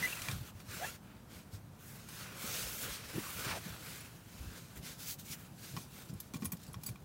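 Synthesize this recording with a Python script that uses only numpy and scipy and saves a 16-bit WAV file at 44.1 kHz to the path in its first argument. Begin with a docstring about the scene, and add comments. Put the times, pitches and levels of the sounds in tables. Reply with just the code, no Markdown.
"""Inside a small fabric tent a man runs a zip in two quick strokes: teeth tick so fast that they whine.
He then shifts about on nylon bedding, where filtered noise with tiny snaps makes the cloth swish and rasp.
His weight thumps the padded floor as short, low swings.
At last he fumbles with metal zip pulls, which click as noise bursts and jingle as fading sines.
A low outdoor rumble of shaped noise comes through the walls all along."""
import sys
import numpy as np
from scipy import signal
from scipy.fft import rfft, irfft
from scipy.io import wavfile
from scipy.ndimage import uniform_filter1d

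SR = 44100
rng = np.random.default_rng(int(sys.argv[2]) if len(sys.argv) > 2 else 0)


def to_wav(sig):
    """Store sig (one row per channel, or 1-D mono) as 16-bit WAV at the path in sys.argv[1].

    Samples outside -1..1 are clipped; the rate is SR.
    """
    pcm = np.clip(np.atleast_2d(sig), -1, 1) * 32767
    pcm = np.round(pcm).astype(np.int16)
    wavfile.write(sys.argv[1], SR, pcm.T)  # frames by channels


N = 310464
T = np.arange(N) / SR
EDGE_HZ = 15900  # upper edge of the sound

# hiss of sliding nylon, also the plain tick of a contact: (frequency [Hz], density [dB per Hz])
SWISH_SPECTRUM = [(400, -29), (1500, -4), (2900, -0.5), (4000, 2), (6500, -0.5), (8500, -2.5), (11000, -6),
                  (16000, -9)]
# airy top of a light touch, also the bright part of a contact: (frequency [Hz], density [dB per Hz])
SHEEN_SPECTRUM = [(2000, -47), (6500, -5), (9000, -6.5), (12000, -4), (16000, -3.5)]


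def amp(db):
    """Turns decibels into gain."""
    return 10 ** (np.asarray(db) / 20)


def unit(x):
    """Scales to an rms of 1."""
    return x / np.sqrt(np.mean(x ** 2) + 1e-20)


def add(mix, s, sound):
    """Mixes a sound in at a time in seconds."""
    part = mix[max(round(s * SR), 0):][:len(sound)]
    part += sound[:len(part)]


def curves(rows):
    """Joins the rows of a table by straight lines over time, one curve a column."""
    s, *columns = np.transpose(sorted(map(tuple, rows)))
    return [np.interp(T, s, c) for c in columns]


def colour(x, spectrum):
    """Filters a signal by a spectrum, at an rms of 1."""
    hz, db = np.transpose(spectrum)
    f = np.fft.rfftfreq(len(x), 1 / SR)
    gain = amp(np.interp(np.log(f + 1), np.log(hz), db))
    return unit(irfft(rfft(x) * gain, len(x)))


def noise(spectrum):
    """Steady noise of a given spectrum, at an rms of 1."""
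    return colour(rng.standard_normal(N), spectrum)


def wander(hz):
    """Slow random drift of rms 1, dying away above hz."""
    f = np.fft.rfftfreq(N, 1 / SR)
    return unit(irfft(rfft(rng.standard_normal(N)) / (1 + (f / hz) ** 4), N))


def resonate(x, hz, width):
    """A resonance of gain 1 whose pitch may follow a curve."""
    turn = np.exp(2j * np.pi * np.cumsum(hz * np.ones(len(x))) / SR)
    r = np.exp(-np.pi * width / SR)
    # shift the pitch down to zero, smooth, and shift it back up
    smooth = signal.lfilter([1 - r], [1, -r], x / turn + 1e-18)
    return 2 * (turn * smooth).real


def resonate_twice(x, hz, width):
    """Two resonances in a row, the second twice as wide, for steeper sides."""
    return resonate(resonate(x, hz, width), hz, 2 * width)


def body(x, modes):
    """What a body with these resonances makes of a drive."""
    return sum(amp(db) * resonate_twice(x, hz, width) for hz, width, db in modes)


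def stroke(length, from_hz, to_hz, grip_s, stop_s):
    """A pull grips, holds and stops while its pitch glides evenly: (envelope, Hz)."""
    t = np.arange(0, length, 1 / SR)
    envelope = np.clip(np.minimum(t / grip_s, (length - t) / stop_s), 0, 1)
    return envelope, from_hz + (to_hz - from_hz) * t / length


def zipper(jitter=0.021, flutter_db=2.0, direct_db=-23, scrape_from=0.77):
    """The slider snaps one tooth after another; at speed the ticks fuse into a whine."""
    # resonances of zip tape and taut door panel: (frequency [Hz], first-pass width [Hz], level [dB])
    panel_modes = [(600, 190, 8), (918, 210, -1), (1336, 120, -11), (1770, 620, -2), (2450, 110, -18),
                   (2590, 220, -8), (3200, 320, -14), (6100, 670, -21)]
    # the slider sticks and runs, one row a run: (start [s], length [s], teeth at the start [per s],
    # teeth at the end [per s], level [dB], roughness [0-1])
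    runs = [(.002, 0.029, 1400, 1800, -51, 0.45), (0.024, 0.043, 2004, 2040, -34.5, 0.2),
            (0.058, .036, 2150, 2460, -47.5, 0.3), (0.121, .018, 2600, 2830, -41, 0),
            (.16, 0.044, 2600, 2410, -51, 0.33), (0.245, .095, 1600, 1340, -53, .85),
            (0.797, .065, 585, 942, -43, 0.26), (0.867, 0.032, 1340, 1395, -49, 0.24)]
    grip_s, stop_s = 0.0058, 0.0068
    speed_db_per_octave = 9  # a run is louder the faster it goes
    out = np.zeros(N)
    unsteady, flutter = 1 + jitter * wander(300), flutter_db * wander(160)
    for s, length, from_hz, to_hz, db, rough in runs:
        envelope, hz = stroke(length, from_hz, to_hz, grip_s, stop_s)
        now = round(s * SR) + np.arange(len(hz))
        rate = hz * unsteady[now]
        turns = np.cumsum(rate) / SR
        ticks = sum(np.cos(2 * np.pi * k * turns) * (k * rate < EDGE_HZ) / np.sqrt(k)
                    for k in range(1, 13))
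        # rough runs scrape: noise that swells once a tooth
        scrape = (1 + np.cos(2 * np.pi * turns)) * rng.standard_normal(N)[now]
        cutoff_hz = min(scrape_from * hz.mean(), EDGE_HZ)
        highpass = signal.butter(2, cutoff_hz, "highpass", fs=SR, output="sos")
        scrape = signal.sosfilt(highpass, scrape)
        drive = (1 - rough) * unit(ticks) + 2 * rough * unit(scrape)
        whine = body(drive, panel_modes) + amp(direct_db) * drive
        # level out the loudness as the pitch crosses resonances
        whine = whine / np.sqrt(uniform_filter1d(whine ** 2, size=400) + 1e-9)
        speed_db = speed_db_per_octave * np.log2(hz / hz.mean())
        add(out, s, whine * envelope * amp(db + speed_db + flutter[now]))
    return out


def clicks(tick_db=-10, knock_db=-9, bright_db=-10, ping_db=-13, ping_width_hz=260,
           tail_db=-19, tail_t60=0.14):
    """Each contact is a brief chatter of metal with a ping of its own; it also knocks the frame."""
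    # slider and pulls knocking: (time [s], level [dB], frame knock [dB re level], brightness [dB])
    contacts = [(0.2184, -22.5, -19, -22.5), (0.2846, -27, 7, -10), (0.3131, -26, -8, -14),
                (0.6013, -40, -4, -11), (2.087, -40, 1, 2.5), (4.004, -44, -20, 6), (5.194, -47, -13, -11),
                (5.7658, -30, -4, -19), (5.7711, -36, 7.5, -9), (6.1358, -50, 0, 7),
                (6.2008, -37.5, -18, 10.5), (6.3364, -35, 0, -4.5), (6.3428, -38, 5.5, 0),
                (6.362, -43, 5, -2), (6.4214, -40.5, 9, -6), (6.431, -45, 9, -9), (6.445, -39, -5, 10.5),
                (6.4536, -28.5, -6, 5.5), (6.519, -37, 0, 13.5), (6.5318, -44, 8, 2.5),
                (6.73, -48, -7, 8.5), (6.742, -38, 6.5, -6), (6.8336, -37.5, -5, 8.5),
                (6.863, -42, -8, 14.5), (6.887, -39, -2, 5), (6.9574, -46.5, 8, -14)]
    # the door frame, knocked by the slider: (frequency [Hz], first-pass width [Hz], level [dB])
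    frame_modes = [(1033, 200, -5), (1453, 18, 0), (1870, 70, -7.5), (2395, 110, -6), (3270, 280, -14)]
    # rise, decay and pitch of a contact of 0 dB brightness
    neutral_attack_s, neutral_t60_s, neutral_ping_hz = 0.0018, 0.022, 7450
    ping_db_per_octave = 14.5  # brighter contacts ping higher
    ring_db_per_doubling = 19  # and ring longer; dull snaps die at once
    out, t = np.zeros(N), T[:SR // 6]
    tick, bright = noise(SWISH_SPECTRUM), noise(SHEEN_SPECTRUM)
    knock = unit(body(rng.standard_normal(N), frame_modes))
    for s, db, knock_rel, bright_rel in contacts:
        part = rng.integers(N - len(t)) + np.arange(len(t))
        ping_hz = min(neutral_ping_hz * 2 ** (bright_rel / ping_db_per_octave), EDGE_HZ)
        age = t / 2 ** (bright_rel / ring_db_per_doubling)
        decay = amp(-60 * age / neutral_t60_s) + amp(tail_db - 60 * t / tail_t60)
        blow = np.minimum(age / neutral_attack_s, 1) * decay
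        ping = unit(resonate(rng.standard_normal(len(t)), ping_hz, ping_width_hz))
        chatter = (amp(tick_db) * tick[part]
                   + amp(bright_db + bright_rel) * bright[part]
                   + amp(knock_db + knock_rel) * knock[part]
                   + amp(ping_db) * np.hypot(1, amp(bright_rel)) * ping)
        add(out, s, amp(db) * blow * chatter)
    return out


def fidgets(swish, from_s=6.33, per_s=60, level_db=-74.5, spread_db=3.0, t60=0.041):
    """Tiny ticks of teeth and fingernails while he fumbles, stronger when the cloth swishes more."""
    sizes = swish * amp(spread_db * np.minimum(rng.exponential(1, N), 3))
    hits = sizes * (rng.random(N) < per_s / SR) * (T > from_s)
    decay = amp(-60 * T[:SR // 30] / t60)
    envelope = signal.fftconvolve(hits, decay)[:N]
    return amp(level_db) * unit(envelope * (noise(SWISH_SPECTRUM) + noise(SHEEN_SPECTRUM)))


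def jingles(centre_hz=8000, damped_t60=0.037):
    """A pull swings free, ringing in its modes until a finger damps it; tilt favours the high ones."""
    # one row a swing: (time [s], level [dB], tilt [dB per octave], free for [s])
    swings = [(6.35, -66, 14, .03), (6.454, -60, 15, .025), (6.521, -57, 15, 0.029), (6.678, -61, 4, .07),
              (6.835, -63, 15, .025), (6.863, -42.5, 5, 0.028)]
    # modes of the metal pull: (frequency [Hz], level [dB], undamped t60 [s])
    pull_modes = [(4695, 3, 0.16), (6900, -12, 0.091), (7850, 0, .09), (8200, -13, .08), (10670, -1, 0.057),
                  (11250, -10, .18), (11880, -17, 0.057), (14880, -10, .14)]
    out, t = np.zeros(N), T[:SR // 3]
    for s, level, tilt, free_s in swings:
        finger_db = -60 * np.maximum(t - free_s, 0) / damped_t60
        for hz, db, t60 in pull_modes:
            tilt_db = tilt * np.log2(hz / centre_hz)
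            fade = amp(level + db + tilt_db - 60 * t / t60 + finger_db)
            add(out, s, fade * np.sin(2 * np.pi * (hz * t + rng.random())))
    return out


def tent(x, wet_db, t60):
    """Close fabric walls give a short scatter of reflections."""
    t = T[:SR // 8]
    scatter = rng.standard_normal(len(t)) * (rng.random(len(t)) < 2000 / SR)  # 2000 per second
    taps = scatter * (t > .002) * amp(-60 * t / t60)
    return x + amp(wet_db) * signal.fftconvolve(x, taps / np.linalg.norm(taps))[:N]


def arch(peak_s, rise_s, fall_s):
    """A movement that gathers speed and slows again: (when it sounds, its level in dB then)."""
    drop_db, curve = 10, 1.96  # this far down after its rise or fall time
    away = np.maximum((peak_s - T) / rise_s, (T - peak_s) / fall_s)
    near = away < 4
    return near, -drop_db * away[near] ** curve


def rubbing():
    """How hard the nylon is rubbed, as gains of swish, body and sheen: turn and brushes together."""
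    # one long rustle as he turns round on the bedding:
    # (time [s], swish [dB], body of the cloth [dB re swish], sheen [dB re swish])
    turn = [(1.78, -76, 4, 3), (1.81, -65.5, 0, 5), (1.89, -61, -0.5, 7), (2.07, -62.5, 2, -0.5),
            (2.11, -56, -0.5, 2), (2.22, -52, 0.5, -1), (2.31, -60.5, 8, -3), (2.43, -48, -1, 1.5),
            (2.57, -42, -6, -1.5), (2.78, -51, -2, 4.5), (2.83, -44.5, -2, 4), (2.88, -52.5, 4, 2),
            (2.93, -43, -9, -5), (3.01, -54.5, 0.5, -9), (3.2, -51.5, 2.5, 2.5), (3.35, -51.5, 0, 5),
            (3.49, -44.5, 2.5, -7), (3.58, -50.5, 1, -7), (3.6, -57.5, 0, 0), (3.67, -53, 0.5, 0),
            (3.77, -57.5, 2, -2), (3.89, -50, -1.5, -1.5), (4.23, -68.5, 2.5, 1), (4.33, -59, -3.5, -4),
            (4.52, -59.5, 0.5, -1), (4.58, -55, -1.5, -4), (4.68, -64, -4, -3), (4.74, -62.5, 0, 0)]
    # single brushes of a sleeve or hand over nylon: (loudest at [s], rise [s], fall [s],
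    # swish [dB], body [dB re swish], sheen [dB re swish])
    brushes = [(.07, 0.16, 0.12, -46.5, -0.5, -0.5), (.27, 0.15, 0.12, -48.5, -1.5, -1),
               (.488, 0.088, 0.025, -58, 1, 1), (.61, 0.073, .05, -66.5, 5.5, 2.5),
               (.735, 0.059, 0.14, -50, 0, -2.5), (.87, 0.068, .075, -49, -4.5, -2),
               (.955, 0.022, .016, -61.5, 5.5, 0), (1.09, 0.11, .16, -77.5, 12.5, -12),
               (1.35, 0.052, 0.074, -57, -1, -4), (1.548, 0.033, 0.029, -59, -5, -2),
               (4.77, .018, 0.035, -57.5, 1.5, 4), (4.872, 0.045, 0.087, -49.5, -5.5, -4),
               (5.01, 0.026, 0.053, -50.5, -8.5, 0.5), (5.105, 0.049, 0.038, -45, -20, 3),
               (5.198, 0.012, .03, -54.5, -13, 1.5), (5.28, 0.041, 0.033, -54.5, -5.5, 3),
               (5.326, .035, 0.027, -45.5, -15.5, -0.5), (5.41, 0.082, 0.087, -64, 3.5, 5.5),
               (5.67, 0.097, 0.14, -53.5, -7.5, -1.5), (5.8, .06, 0.059, -55, -12, -1),
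               (6.0, .12, 0.092, -58, -3, 1), (6.1, 0.017, 0.016, -57, -8, -5),
               (6.25, 0.15, .08, -64, -7, -1), (6.355, 0.015, 0.015, -54.5, -7, -2),
               (6.44, 0.043, 0.043, -61.5, -14, 5.5), (6.65, 0.095, 0.086, -62, -11, -7),
               (6.88, 0.059, 0.042, -61.5, -6, 4)]
    # the bedding never lies quite still: (swish [dB], body [dB], sheen [dB])
    resting_db = (-72.5, -73, -89)
    turn_fade_s = 0.028
    swish, pressed, sheen = curves(turn)
    inside_s = np.minimum(T - turn[0][0], turn[-1][0] - T)
    turning = np.clip(1 + inside_s / turn_fade_s, 0, 1)
    turn_gains = turning * amp([swish, swish + pressed, swish + sheen])
    power = amp(resting_db)[:, None] ** 2 + turn_gains ** 2
    for s, rise, fall, db, body_rel, sheen_rel in brushes:
        near, shape_db = arch(s, rise, fall)
        power[:, near] += np.outer(amp([db, db + body_rel, db + sheen_rel]), amp(shape_db)) ** 2
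    return np.sqrt(power)


def fibres(snags_per_s=600, snag_db=-8, spread_db=3):
    """Countless threads slip past each other; a few snag and let go with a tiny snap."""
    sizes = amp(spread_db * np.minimum(rng.exponential(1, N), 4)) * rng.choice([-1, 1], N)
    snags = sizes * (rng.random(N) < snags_per_s / SR)
    return rng.standard_normal(N) + amp(snag_db) * unit(snags)


def cloth(rub, flutter_db=0.72, body_flutter_db=1.03):
    """Sliding nylon hisses; pressed cloth adds body, a light fast touch adds sheen."""
    # low rustle of pressed cloth: (frequency [Hz], density [dB per Hz])
    body_spectrum = [(18, -22), (45, 3), (100, 6.5), (300, -2.5), (500, 1.5), (800, -4.5), (1150, -0.5),
                     (1450, 4), (1900, -1.5), (2500, -0.5), (3500, -6.5), (7000, -18)]
    swish, pressed, sheen = rub
    pressed_threads = colour(fibres(snags_per_s=340, snag_db=-15.5), body_spectrum)
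    low = pressed * amp(body_flutter_db * wander(60)) * pressed_threads
    middle = swish * colour(fibres(), SWISH_SPECTRUM)
    high = sheen * colour(fibres(), SHEEN_SPECTRUM)
    return amp(flutter_db * wander(32)) * (low + middle + high)


def folds(x, patchy_db=1.5, size_frames=14, size_bins=5):
    """Shifting folds of cloth favour some frequencies for a moment and shade others."""
    z = signal.stft(x, nperseg=512)[2]
    field = uniform_filter1d(rng.standard_normal(z.shape), size_bins, axis=0)
    field = uniform_filter1d(field, size_frames, axis=1)
    gain = amp(patchy_db * unit(field))
    return signal.istft(z * unit(gain), nperseg=512)[1][:N]


def drags(width_share=0.4, level_db=-2):
    """The weave rasps under his weight, its pitch following the speed of the shove."""
    # cloth dragged hard over the mattress, one row a shove: (start [s], length [s],
    # centre at the start [Hz], centre at the end [Hz], level [dB before level_db])
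    shoves = [(3.134, 0.068, 270, 343, -44), (3.218, 0.087, 1170, 1200, -51),
              (3.458, 0.134, 1380, 440, -44.5), (3.655, 0.048, 430, 560, -55)]
    grip_s, stop_s = 0.024, 0.017
    out, weave = np.zeros(N), fibres(snag_db=-9)
    for s, length, from_hz, to_hz, db in shoves:
        envelope, centre = stroke(length, from_hz, to_hz, grip_s, stop_s)
        width = width_share * centre.mean()
        threads = weave[round(s * SR):][:len(centre)]
        rasp = unit(resonate_twice(threads, centre, width))
        add(out, s, amp(db + level_db) * envelope * rasp)
    return out


def thumps(level_db=-3.5, thud_db=-11, thud_stretch=1.6, thud_width_hz=110):
    """A soft push swings the floor for a few cycles, over a dull thud of the padding."""
    # weight landing on the padded floor: (time [s], level [dB before level_db], pitch [Hz])
    landings = [(0.009, -34.5, 169), (0.288, -32, 128), (0.323, -32.5, 105), (0.339, -40, 62),
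                (0.352, -39, 114), (0.405, -33.5, 116), (0.541, -41, 90), (0.681, -40, 95),
                (1.529, -37.5, 100.5), (2.438, -37, 217), (2.638, -43.5, 55), (2.85, -37, 113),
                (2.886, -44, 57.7), (3.151, -31.5, 140), (3.178, -27.5, 243), (3.459, -32, 126),
                (3.655, -35, 181), (3.698, -40, 95), (4.39, -36.5, 63), (4.461, -37, 69.5),
                (4.762, -43, 67), (4.795, -41, 166), (4.827, -40, 156), (5.297, -38, 149),
                (5.734, -36.5, 116), (5.765, -30.5, 142), (6.095, -36.5, 152), (6.127, -33, 171),
                (6.145, -40.5, 96), (6.339, -31, 212), (6.354, -31, 165), (6.421, -28, 216),
                (6.443, -32, 165), (6.455, -39.5, 96), (6.527, -32.5, 170), (6.683, -37, 137),
                (6.756, -37.5, 104), (6.885, -36, 110), (6.904, -36, 150)]
    rise_cycles = 1.12  # the floor reaches its widest swing after this many cycles
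    out, t = np.zeros(N), T[:SR // 4]
    for s, db, hz in landings:
        u = t * hz / rise_cycles
        swing = u ** 2 * np.exp(2 * (1 - u)) * np.sin(2 * np.pi * hz * t)
        thud = unit(resonate_twice(rng.standard_normal(len(t)), hz, thud_width_hz))
        padding = u / thud_stretch * np.exp(1 - u / thud_stretch) * thud
        add(out, s, amp(db + level_db) * (swing + amp(thud_db) * padding))
    return out


def outdoors(level_db=-54.5, swell_db=0.95):
    """A low, gently lumpy rumble with a faint hiss."""
    # rumble through the walls: (frequency [Hz], density [dB per Hz])
    rumble_spectrum = [(20, -47), (35, -14), (55, -6.5), (110, 1), (180, 0), (270, -9), (450, -16.5),
                       (900, -18.5), (1400, -23.5), (2200, -32.5), (5000, -38), (15500, -35)]
    return amp(level_db + swell_db * wander(17)) * noise(rumble_spectrum)


def scene():
    """Zip hardware in the small tent, the bedding and the rumble outside, alike in both ears."""
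    rub = rubbing()
    hardware = zipper() + clicks() + fidgets(rub[0]) + jingles()
    bedding = folds(cloth(rub)) + drags() + thumps()
    mono = tent(hardware, wet_db=-6.5, t60=0.017) + bedding + outdoors()
    return np.array([mono, mono])


def record(dry):
    """The microphone's bass roll-off, then the band limit."""
    highpass = signal.butter(2, 35, "highpass", fs=SR, output="sos")
    lean = signal.sosfilt(highpass, dry)
    lowpass = signal.firwin(511, EDGE_HZ, window=("kaiser", 9), fs=SR)
    return signal.oaconvolve(lean, lowpass[None], "same")


dry = scene()
out = record(dry)
to_wav(out)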